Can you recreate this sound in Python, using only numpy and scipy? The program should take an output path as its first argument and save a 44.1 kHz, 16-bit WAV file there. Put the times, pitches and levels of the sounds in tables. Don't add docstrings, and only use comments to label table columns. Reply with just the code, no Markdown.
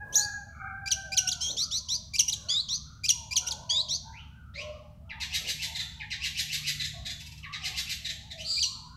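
import sys
import numpy as np
from scipy import signal
from scipy.fft import rfft, irfft
from scipy.io import wavfile
from scipy.ndimage import map_coordinates

SR = 44100
rng = np.random.default_rng(int(sys.argv[2]) if len(sys.argv) > 2 else 0)


def dump(signal):
    limited = np.clip(np.atleast_2d(signal).T, -1, 1)
    pcm = np.round(limited * 32767).astype(np.int16)
    wavfile.write(sys.argv[1], SR, pcm)


N = 395136
T = np.arange(N) / SR

# t/s, relative level/dB, step per harmonic/dB, syllable
SHRIKE = [ (.124, -10.5, 0, "tseeu"), (.858, -14, -3, "pip-chip"), (1.118, -12.5, -3, "pip-chip"),
          (1.272, -17.5, -2.5, "tik-tuk"), (1.404, -30, -8, "churr"), (1.565, -23, -7.5, "wree"),
          (1.708, -23.5, -7.5, "wree"), (1.883, -23.5, -8.5, "wree"), (2.135, -11.5, -1.5, "pip-chip"),
          (2.279, -18, -2, "tik-tuk"), (2.485, -20.5, -12, "wee"), (2.683, -24.5, -12, "wree"),
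          (3.035, -10.5, -2, "pip-chip"), (3.308, -13, -2.5, "pip-chip"), (3.466, -21, -2, "tik-tuk"),
          (3.692, -19.5, -12.5, "wee"), (3.883, -23.5, -11.5, "wree"), (8.569, -14, -7, "pip-chip"), ]
NEIGHBOUR = [(4.12, -46, -24, "rise"), (4.535, -37.5, -7.5, "rise"), (8.303, -36, -4.5, "tchik"),
             (8.372, -45, -3.5, "lilt"), (8.438, -23.5, -6.5, "whistle")]
SHAPE = { "tseeu": [(0, .031, 2830, 2950, 3780, 4450, -17, 18),
         (.03, .046, 5410, 6420, 7106, 5070, -1, -4.5), (.048, .085, 6400, 3770, 4870, 4680, -15, 2.5)],
         "pip-chip": [(0, 0.031, 2390, 2368, 2437, 3500, -12, 9),
         (.049, 0.012, 4880, 4500, 3630, 3600, -5.5, 0.5), (.056, .022, 3590, 2950, 2768, 2780, 0.5, -4.5)],
         "tik-tuk": [(0, .024, 2834, 2646, 3053, 4400, 0, 5),
         (.042, .022, 5600, 4247, 2870, 3050, -1.5, 4.5)],
         "churr": [(0, .113, 2750, 3200, 3240, 4450, 9.5, -3),
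         (0, 0.16, 3600, 5500, 6000, 6900, -0.5, -19)], "wree": [(0, .083, 2680, 3187, 4738, 5160, 1, -1),
         (0, .083, 3600, 5520, 5943, 6820, -3, 6)], "wee": [(0, .127, 2630, 3263, 3852, 4720, 4, -5.5),
         (0, .11, 3990, 4764, 4900, 5580, -7, -15.5)],
         "chak": [(0.00052, .038, 3500, 2250, 1560, 1516, 2, 4)],
         "tchik": [(0, 0.02106, 2216, 1952, 1679, 1590, 2, 3.5),
         (0, 0.0205, 4516, 3860, 3340, 3290, 1.5, 6)], "lilt": [(0, .044, 2205, 2350, 3100, 3100, 9.5, 13)],
         "rise": [(0, .087, 1500, 1850, 3050, 3340, 3, 5.5)],
         "scratch": [(0.0034, .021, 4200, 2700, 2500, 2250, 1, 17)],
         "whistle": [(0, .225, 3390, 4584, 4680, 3960, -2, 4),
         (.02, 0.22, 6700, 7600, 7560, 6930, -6.5, -4)], }
TRILL_DEPTH = {"wree": .025, "churr": 0.015, "whistle": 0.013}
# f/Hz, gain/dB
SHRIKE_TRACT = [(1200, -54), (2300, -7), (3000, -16.5), (4000, -4), (5000, -5), (5900, -2.5), (6700, -7.5),
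                (7600, -15.5), (9500, -22), (12000, -20), (15500, -45.5)]
NEIGHBOUR_TRACT = [(900, -37), (1500, -16.5), (2000, -3), (3000, -1), (4100, 4), (5200, -4), (6200, -5.5),
                   (8000, -13.5), (9600, -25), (11700, -11), (15500, -40)]
# t/s, count, stretch of the rhythm, relative level/dB, share of dullness kept per chak
CHAK_RUNS = [(5.092, 5, 0.96, -28, 0.16), (5.995, 6, 0.96, -26.5, 0.31), (7.428, 5, 0.85, -29, 0.32)]
# t/s, relative level/dB
DOUBLE_TCHIKS = [(5.748, -29.5), (6.795, -29), (7.049, -32.5), (8.044, -31)]
# t/s, length/s, f/Hz, relative level/dB
CROW_SYLLABLES = [(-.06, 0.127, 838, -39.5), (0.151, 0.324, 843, -36), (0.598, .84, 785.4, -42.5)]
FOWL_CALLS = [(2.249, .5, 1113, -66.5), (2.329, 0.26, 1680, -66), (3.092, 0.4, 948, -58.5),
              (3.377, 0.52, 968.5, -56.5), (3.42, .6, 640, -60), (4.024, 0.14, 903, -56.5),
              (4.531, 0.27, 602.5, -50.5), (4.566, 0.27, 1105, -57.5), (5.076, 0.21, 956, -57),
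              (5.575, 0.25, 942, -64), (5.593, 0.18, 699, -66.5), (6.932, 0.083, 754, -50),
              (7.416, .25, 1148, -56), (7.531, 0.25, 806, -55), (8.313, 0.12, 669, -54),
              (8.55, .5, 1004, -63.5)]
# t/s, half width/s, level/dB
RUSTLE_SWELLS = [(0.155, 0.11, -53), (1.524, 0.058, -51), (2.407, .1, -65.5), (3.498, 0.14, -60),
                 (5.473, 0.063, -53), (7.71, 0.026, -60)]
# f/Hz, level/dB, swell t/s, swell/dB
HUM_LINES = [(70.3, -53.5, 7.05, 6), (150.6, -56, 6.7, 10.5)]
# f/Hz, relative level/dB
RUMBLE_SPECTRUM = [(25, -7.5), (65, 7), (100, 7), (160, -1), (230, -5), (330, -27), (800, -53.5),
                   (2000, -57.5)]
AIR_SPECTRUM = [(400, 0), (1000, -2), (3000, -12), (10000, -17)]


def shrike():
    voice = song(SHRIKE, SHRIKE_TRACT,
                 jitter=.011, hoarse=.21, warble=.0059, warble_hz=118.4, coupling=.17)
    cage = echoes(voice, t60=.14, treble_t60=.087, onset_s=.0011)
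    yard = echoes(voice, t60=.62, treble_t60=.36, onset_s=.0071)
    return voice + undb(-10) * cage + undb(-14) * yard


def song(notes, tract, **voice):
    track = np.zeros(N)
    for s, db, step_db, syllable in notes:
        add(track, s, undb(db) * syrinx(min(step_db, 0), syllable, **voice))
    return colour(track, tract)


def syrinx(step_db, syllable, jitter, hoarse, warble, warble_hz, coupling):
    strokes = SHAPE[syllable]
    size = int(max(delay + length for delay, length, *_ in strokes) * SR)
    attack_share, release_s = .081, .0016
    warble_depth = warble + TRILL_DEPTH.get(syllable, 0)
    roughness = hoarse * undb(step_db)
    sides = []
    for delay, length, *glide in strokes:
        t = T[:size] - delay
        hz, db = stroke(t, length, *glide)
        quiver = warble_depth * np.sin(turn(warble_hz * (1 + .2 * wander(63.5, size))))
        waver = .01 * wander(45.3, size)
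        hz = hz * (1 + quiver + waver + jitter * wander(1000, size))
        gate = np.clip(np.minimum(t / (attack_share * length), (length - t) / release_s), 0, 1)
        gain = gate * undb(db + 2 * wander(250, size))
        sides.append((hz, turn(hz) + roughness * wander(2200, size), gain))
    sound = np.zeros(size)
    for hz, phase, gain in sides:
        pulled = phase + coupling * sum(g * np.sin(phase - other) for _, other, g in sides)
        for k in range(1, 9):
            sound += gain * undb((k - 1) * step_db) * np.sin(k * pulled) * (k * hz < SR / 2)
    return sound


def stroke(t, length, start_hz, from_hz, to_hz, end_hz, level_db, swell_db):
    settle_s, flick_share = .006, .1
    share = np.clip(t / length, 0, 1)
    settle = np.exp(-share * length / settle_s)
    flick = np.exp((share - 1) / flick_share)
    glide_hz = from_hz + (to_hz - from_hz) * share
    hz = glide_hz + (start_hz - from_hz) * settle + (end_hz - to_hz) * flick
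    db = level_db + swell_db * (share - .5) - 2.5 * settle - 6 * flick
    return hz, db


def neighbour():
    voice = song(NEIGHBOUR + chatter(), NEIGHBOUR_TRACT,
                 jitter=.026, hoarse=.72, warble=.025, warble_hz=188.8, coupling=.11)
    walls = echoes(voice, t60=.15, treble_t60=.22, onset_s=.0018)
    yard = echoes(voice, t60=.65, treble_t60=.6, onset_s=.019)
    return undb(-13) * voice + undb(-1.5) * walls + undb(-9) * yard


def chatter():
    first_gap_s, last_gap_s = .111, .153
    first_step_db, last_step_db = -18, .54
    notes = []
    for s, count, stretch, db, dullness in CHAK_RUNS:
        for k in range(count):
            step_db = last_step_db + (first_step_db - last_step_db) * dullness ** k
            chak_db = db - .5 * k - 2.5 * (k == 0)
            notes.append((s, chak_db, step_db, "chak"))
            if k >= 2:
                notes.append((s - .034, db - 14, -6.5, "lilt"))
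            s += stretch * (last_gap_s + (first_gap_s - last_gap_s) * .42 ** k)
    for s, db in DOUBLE_TCHIKS:
        notes += [(s, db, -3, "tchik"), (s + .042, db + 1, -3, "tchik")]
    fading_scratches = [(7.186 + .058 * k, -43 - 1.5 * k, 0, "scratch") for k in range(4)]
    return notes + fading_scratches


def rooster():
    attack_s, release_s, droop_s, fade_db = .026, .11, .13, -7
    crow = np.zeros(N)
    for s, length, hz, db in CROW_SYLLABLES:
        size = int(length * SR)
        t = T[:size]
        droop = .21 * length * np.exp((t - length) / droop_s)
        phase = turn(hz * (1 - droop + .014 * wander(150, size)))
        gate = np.clip(np.minimum(t / attack_s, (length - t) / release_s), 0, 1)
        tone = undb(-6.5) * np.sin(phase) + np.sin(2 * phase) + undb(-30) * np.sin(3 * phase)
        add(crow, s, gate * undb(db + fade_db * t / length + 2.2 * wander(17.5, size)) * tone)
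    rasp = wander(300) * np.sin(turn(np.full(N, 1350)))
    rasp += undb(-10.5) * wander(300) * np.sin(turn(np.full(N, 2250)))
    crow += undb(-40.5) * bump(.66, .088) * rasp
    return undb(1.5) * crow + undb(-7) * house_echoes(crow)


def fowl():
    faint_per_s, centre_hz, spread_octaves = 7, 991, .65
    faint = []
    for slot_s in np.arange(0, N / SR, 1 / faint_per_s):
        s = slot_s + rng.random() / faint_per_s
        hz = centre_hz * 2 ** (spread_octaves * rng.uniform(-1, 1))
        faint.append((s, .18, hz, -68))
    calls = np.zeros(N)
    for s, length, hz, db in FOWL_CALLS + faint:
        size = int(length * SR)
        pitch = hz * (1 + .061 * wander(16, size) + .04 * wander(260, size))
        envelope = undb(db + 4.7 * wander(20, size)) * np.sqrt(np.hanning(size))
        add(calls, s, envelope * np.sin(turn(pitch)))
    return undb(4) * calls + house_echoes(calls)


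def rustles():
    swell = sum(undb(db) * bump(s, width) for s, width, db in RUSTLE_SWELLS)
    return swell * coloured_noise([(150, -14.5), (550, -.5), (2500, -34)])


def hum():
    rumble = undb(-50.5 + 5 * bump(7.05, .085)) * coloured_noise(RUMBLE_SPECTRUM)
    tones = np.zeros(N)
    for hz, db, s, swell_db in HUM_LINES:
        gain = undb(db + swell_db * bump(s, .28) + 2 * wander(1.6))
        tones += gain * np.sin(turn(hz * (1 + .02 * wander(6.4))))
    air = undb(-73) * coloured_noise(AIR_SPECTRUM)
    return rumble + tones + air


def house_echoes(x):
    return echoes(x, t60=.64, treble_t60=.1, onset_s=.009)


def echoes(x, t60, treble_t60, onset_s):
    t = T[:SR]
    crossover_hz = 7500
    noise = rng.standard_normal(SR)
    low = signal.sosfilt(signal.butter(4, crossover_hz, fs=SR, output="sos"), noise)
    high = signal.sosfilt(signal.butter(4, crossover_hz, "high", fs=SR, output="sos"), noise)
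    tail = low * undb(-60 * t / t60) + high * undb(-60 * t / treble_t60)
    response = unit(tail * (1 - np.exp(-t / onset_s))) / np.sqrt(SR)
    return signal.fftconvolve(x, response)[:N]


def colour(x, points):
    hz, db = np.transpose(points)
    f = np.maximum(np.fft.rfftfreq(2 * N, 1 / SR), 1)
    gain = undb(np.interp(np.log(f), np.log(hz), db))
    return irfft(rfft(x, 2 * N) * gain)[:N]


def coloured_noise(points):
    return unit(colour(rng.standard_normal(N), points))


def wander(rate, size=N):
    steps = np.arange(size) * rate / SR
    return map_coordinates(rng.standard_normal(int(steps[-1]) + 3), [steps], order=3, mode="nearest")


def bump(s, width):
    return np.exp(-((T - s) / width) ** 2)


def turn(hz):
    return 2 * np.pi * np.cumsum(hz) / SR


def add(track, s, sound):
    start = max(int(s * SR), 0)
    track[start:start + len(sound)] += sound[:max(N - start, 0)]


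def undb(db):
    return 10 ** (np.asarray(db) / 20)


def unit(x):
    return x / np.sqrt(np.mean(x ** 2) + 1e-20)


def scene():
    return (shrike() + neighbour() + rooster() + fowl() + rustles() + hum())[None]


def record(dry):
    cutoff_hz = 15600
    return signal.sosfilt(signal.ellip(8, .2, 70, cutoff_hz, fs=SR, output="sos"), dry)


dry = scene()
out = record(dry)
dump(out)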